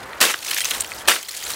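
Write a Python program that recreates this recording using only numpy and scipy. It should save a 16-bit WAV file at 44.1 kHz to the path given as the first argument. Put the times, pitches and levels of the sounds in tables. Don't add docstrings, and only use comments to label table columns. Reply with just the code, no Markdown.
import sys
import numpy as np
from scipy import signal
from scipy.fft import rfft, irfft
from scipy.io import wavfile

SR = 44100
rng = np.random.default_rng(int(sys.argv[2]) if len(sys.argv) > 2 else 0)


def transcribe(u):
    v = np.clip(np.atleast_2d(u).T, -1, 1)
    q = np.round(v * 32767).astype(np.int16)
    wavfile.write(sys.argv[1], SR, q)


N = 68355
T = np.arange(N) / SR
CUTOFF_HZ = 15800

# frequency in Hz, relative density in dB.
ICE_SPECTRUM = [(80, -13), (250, -28), (500, -11.5), (1000, -8), (1800, 2), (3200, 4.5), (5500, 0.5),
                (8500, -1.5), (12000, -8), (15500, -10)]


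def from_db(db):
    return 10 ** (np.asarray(db) / 20)


def rms_one(x):
    return x / np.sqrt(np.mean(x ** 2) + 1e-20)


def colour(x, spectrum, treble_db=0, patchy_db=0):
    hz = np.maximum(np.fft.rfftfreq(len(x), 1 / SR), 1)
    points_hz, points_db = np.transpose(spectrum)
    shelf = np.interp(np.log(hz), np.log([2000, 12000]), [0, 1])
    knots_hz = np.linspace(1500, CUTOFF_HZ, num=28)
    peaks = np.interp(hz, knots_hz, rng.standard_normal(len(knots_hz)), left=0)
    db = np.interp(np.log(hz), np.log(points_hz), points_db) + treble_db * shelf + patchy_db * peaks
    lowpass = 1 / np.sqrt(1 + (hz / CUTOFF_HZ) ** 40)
    return rms_one(irfft(rfft(x) * from_db(db) * lowpass, len(x)))


def ring(drive, hz, t60_s):
    radius = from_db(-60 / (t60_s * SR))
    angle = 2 * np.pi * hz / SR
    return signal.lfilter([0, np.sin(angle)], [1, -2 * radius * np.cos(angle), radius ** 2], drive + 1e-18)


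def swells(rows):
    return sum(from_db(db) * np.exp(-(2 * (T - peak_s) / length_s) ** 2) for peak_s, length_s, db in rows)


def clicks(per_s, spread_db, size=N):
    heights = from_db(spread_db * np.minimum(rng.exponential(1, size), 3.5))
    signs = rng.choice([-1, 1], size)
    return rms_one(heights * signs * (rng.random(size) < per_s / SR))


def chips(per_s, spread_db, t60_s):
    ticks = clicks(per_s, spread_db)
    pitches_hz = np.linspace(1200, 15600, num=48)
    pitch_index = rng.integers(0, len(pitches_hz), N)
    return rms_one(sum(ring(ticks * (pitch_index == k), hz + rng.uniform(-150, 150), t60_s)
                       for k, hz in enumerate(pitches_hz)))


def clumps(per_s, spread_db, fall_s):
    onsets = clicks(per_s, spread_db) ** 2 + 1e-12
    power = signal.lfilter([1], [1, -np.exp(-2 / (fall_s * SR))], onsets)
    return rms_one(np.sqrt(power))


def wind():
    # frequency in Hz, relative density in dB.
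    rush_spectrum = [(25, -33.5), (65, 1), (110, -3.5), (170, -6.5), (330, 0), (750, 2.5), (1200, 2),
                     (1800, 0.5), (2900, -11), (6000, -25), (15500, -37)]
    buffet_spectrum = [(20, -11), (45, -15), (65, -4), (100, -8), (200, -25), (1000, -60)]
    # peak time in seconds, length in seconds, level in dB.
    gusts = [(.025, 0.12, -69), (.8, .08, -45), (1.0, 0.14, -47), (1.49, 0.19, -42)]
    rush = from_db(-36) * colour(rng.standard_normal(N), rush_spectrum)
    return rush + swells(gusts) * colour(rng.standard_normal(N), buffet_spectrum)


def scuffs():
    # peak time in seconds, length in seconds, level in dB.
    shifts = [(0.512, 0.098, -29.5), (0.749, 0.1, -27), (1.03, 0.12, -42.5), (1.498, 0.15, -28)]
    # frequency in Hz, relative density in dB.
    rub_spectrum = [(60, -13.5), (160, -13), (350, -6), (700, -4.5), (1700, -1.5), (4000, -22),
                    (15000, -40)]
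    return swells(shifts) * colour(rng.standard_normal(N), rub_spectrum)


def grit():
    # time in seconds, level in dB.
    envelope = [(0, -47.5), (.06, -49), (.2, -47.5), (.27, -31), (.40, -29), (.47, -22.5), (.54, -22),
                (.63, -21), (.76, -23), (.81, -28.5), (.85, -35), (1.0, -34.5), (1.06, -43.5), (1.17, -26),
                (1.26, -29.5), (1.33, -21.5), (1.41, -24), (1.5, -20), (1.55, -23)]
    level_db = np.interp(T, *np.transpose(envelope))
    grinding = clicks(per_s=9000, spread_db=4) * clumps(per_s=480, spread_db=1, fall_s=0.0048)
    ticking = from_db(-3.5) * chips(per_s=900, spread_db=6, t60_s=0.01)
    return from_db(level_db) * colour(grinding + ticking, ICE_SPECTRUM, treble_db=7)


def shard(start_s=0.8072):
    # frequency in Hz, level in dB, T60 in seconds.
    modes = [(7120, -16, .018), (7600, -15.5, .028), (8440, -13, 0.015), (8700, -12, 0.026)]
    snap = signal.unit_impulse(N, int(start_s * SR))
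    return sum(from_db(db) * ring(snap, hz, t60_s) for hz, db, t60_s in modes)


def cracks():
    # start in seconds, level in dB, time to start of decay in seconds,
    # treble shelf in dB, fragment pitch in Hz.
    events = [(0.003, -41, 0.003, -6, 5100), (0.029, -40.5, 0.0077, 2, 5000),
              (0.131, -32.5, 0.002, -26, 4270), (0.2306, -13, 0.00071, -10, 4130),
              (0.29, -12, 0.0018, -3, 3300), (0.339, -10.5, 0.00095, -12, 1960),
              (0.357, -37, 0.002, 4, 3250), (0.388, -28, 0.0011, 8, 4390), (0.427, -19, 0.0014, -2, 4400),
              (0.447, -19.5, 0.0018, 13, 7950), (0.464, -26, 0.0059, 11, 8360),
              (0.486, -18.5, 0.0048, 19, 6400), (0.496, -20, 0.0017, 19, 9150),
              (0.507, -16, 0.0013, 22, 5160), (0.5103, -13.5, 0.004, -2.5, 13000),
              (0.529, -19, 0.0085, 0, 5650), (0.544, -14.5, 0.0028, 6, 14400),
              (0.563, -15, 0.00056, -2, 3700), (0.566, -15.5, 0.0015, -11, 6220),
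              (0.574, -17, 0.0063, 6, 6140), (0.5834, -9, 0.00067, -9.5, 14300),
              (0.594, -18, 0.002, 5, 14730), (0.605, -13, 0.0027, -5, 10600),
              (0.612, -16.5, 0.0078, 6, 3230), (0.645, -10.5, 0.0004, 0, 14600),
              (0.653, -13, 0.0042, -7.5, 6560), (0.6828, -24.5, 0.0059, -40, 3900),
              (0.695, -28, 0.0017, 2, 10300), (0.7065, -14, 0.0045, 14, 4000),
              (0.7123, -15, 0.0054, -10, 4130), (0.7394, -25, 0.0012, 6, 3860),
              (0.746, -22, 0.0043, -5, 9050), (0.8062, -12.5, 0.0014, 18.5, 8830),
              (0.8165, -22, 0.00081, 31, 11700), (0.8208, -21, 0.0015, -7, 8600),
              (0.845, -20.5, 0.00086, -10.5, 3170), (0.9176, -24.5, 0.0013, -7, 2600),
              (1.055, -27, 0.0011, -26, 1860), (1.112, 0, 0.0005, -19, 2910), (1.21, -26, 0.0023, 7, 6360),
              (1.2277, -20, 0.0026, 9, 15100), (1.285, -16.5, 0.00088, -5, 14750),
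              (1.288, -17.5, 0.0049, 8, 4300), (1.3104, -21.5, 0.004, 15, 7200),
              (1.3485, -17.5, 0.002, 3, 4520), (1.365, -19.5, 0.0099, 13, 9800),
              (1.437, -20.5, 0.0029, 17, 7100), (1.4638, -22, 0.0033, 8, 4500),
              (1.5032, -11.5, 0.00073, 18, 9000), (1.505, -16, 0.0014, -3, 3840)]
    rise_s, fall_s, tail_s, tail_db = 0.00068, 0.0023, 0.017, -23
    fragment_db, t60_cycles = -5, 51
    out = np.zeros(N + SR)
    t = T[:2048]
    for start_s, db, hold_s, treble_db, hz in events:
        decay_s = np.maximum(t - hold_s, 0)
        decay = np.exp(-decay_s / fall_s) + from_db(tail_db) * np.exp(-decay_s / tail_s)
        envelope = np.minimum(t / rise_s, 1) * decay
        fractures = clicks(per_s=14000, spread_db=1.5, size=len(t))
        burst = envelope * colour(fractures, ICE_SPECTRUM, treble_db, patchy_db=3.5)
        fragment = from_db(fragment_db) * np.std(burst) * rms_one(ring(burst, hz, t60_cycles / hz))
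        start = int(start_s * SR)
        out[start:start + len(t)] += from_db(db) * (burst + fragment)
    return out[:N]


def knocks():
    # time in seconds, level in dB.
    impacts = [(0.2296, -7), (.2410, 5), (0.3032, -6), (0.3424, 3), (1.085, 7), (1.1171, 10), (1.162, 2)]
    # frequency in Hz, gain in dB, T60 in seconds.
    modes = [(356, -23.5, 0.037), (1367, -5, 0.0082), (1640, -6, 0.014), (2030, -12, 0.0086),
             (3000, -8, 0.011), (3830, -10.5, 0.0062)]
    blows = sum(from_db(db) * signal.unit_impulse(N, int(at_s * SR)) for at_s, db in impacts)
    return sum((-1) ** k * from_db(db) * ring(blows, hz, t60_s) for k, (hz, db, t60_s) in enumerate(modes))


def steps():
    # start in seconds, level in dB, first bite in dB re that
    # level, full weight in seconds, fade T60 in seconds, slab ring in dB re the crunch.
    footfalls = [(0.2105, -5, -6, 0.045, 0.297, -15.5), (0.294, -12.5, -12, 0.022, 0.09, -44),
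                 (1.082, -2.5, -4, 0.039, 0.1057, -8.5), (1.129, -11.5, -14, 0.029, 0.21, -25)]
    # frequency in Hz, relative density in dB.
    crust_spectrum = [(60, -52), (150, -15), (330, -4), (500, -1.5), (800, -3.5), (1400, 0.5), (2800, 1),
                      (4500, -1), (8500, -3), (15500, -10)]
    # frequency in Hz, relative gain in dB, T60 in seconds.
    slab_modes = [(363, -14, 0.046), (513, -15, 0.22), (627, -5, 0.19), (1150, -25, .16),
                  (1354, 19.5, 0.048), (1570, 0, 0.41), (1780, -5, 0.45), (2040, -11, 0.1),
                  (2220, -26, 0.1), (2690, 17.5, 0.061), (2940, 14, 0.081), (3710, 22, 0.05),
                  (4760, 17, 0.045)]
    touch_s, touch_db = 0.00648, -13
    bite_s, dulling_db_per_s = 0.0025, 31
    body_lowpass = signal.butter(1, 4000, fs=SR, output="sos")
    out = 0
    for start_s, db, bite_db, hold_s, fade_s, slab_db in footfalls:
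        age_s = np.maximum(T - start_s, 0)
        onset_db = np.where(T < start_s, touch_db, bite_db * np.exp(-(age_s / bite_s) ** 2))
        fade_db = -60 * np.maximum(age_s - hold_s, 0) / fade_s
        envelope = from_db(db + onset_db + fade_db) * (T > start_s - touch_s)
        grains = clicks(per_s=18000, spread_db=4) * clumps(per_s=2500, spread_db=0.63, fall_s=0.0011)
        ticking = from_db(-7.5) * chips(per_s=4400, spread_db=6, t60_s=0.011)
        bright = colour(grains + ticking, crust_spectrum)
        body = signal.sosfilt(body_lowpass, bright)
        treble_db = -0.5 - dulling_db_per_s * np.minimum(age_s, 2 * hold_s)
        crunch = envelope * (body + from_db(treble_db) * (bright - body))
        slab = sum(from_db(mode_db) * ring(crunch, hz, t60_s) for hz, mode_db, t60_s in slab_modes)
        out = out + crunch + from_db(slab_db) * np.std(crunch) * rms_one(slab)
    return out


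def scene():
    bass_cut = signal.butter(4, 167, "high", fs=SR, output="sos")
    crust = signal.sosfilt(bass_cut, steps() + knocks() + cracks())
    return (crust + shard() + grit() + scuffs() + wind())[None]


def record(dry):
    limit_db, release_db_per_s = -14, 10.5
    window_s, attack_s = 0.008, 0.001
    window_pole, attack_pole = np.exp(-1 / (np.array([window_s, attack_s]) * SR))
    power = signal.lfilter([1 - window_pole], [1, -window_pole], dry[0] ** 2)
    excess_db = np.maximum(10 * np.log10(power + 1e-12) - limit_db, 0)
    recovery_db = release_db_per_s * T
    held_db = np.maximum.accumulate(excess_db + recovery_db) - recovery_db
    duck_db = signal.lfilter([1 - attack_pole], [1, -attack_pole], held_db)
    clipped = np.clip(dry * from_db(-duck_db), -0.9, 0.9)
    return signal.sosfilt(signal.ellip(12, 0.1, 70, CUTOFF_HZ, fs=SR, output="sos"), clipped)


dry = scene()
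out = record(dry)
transcribe(out)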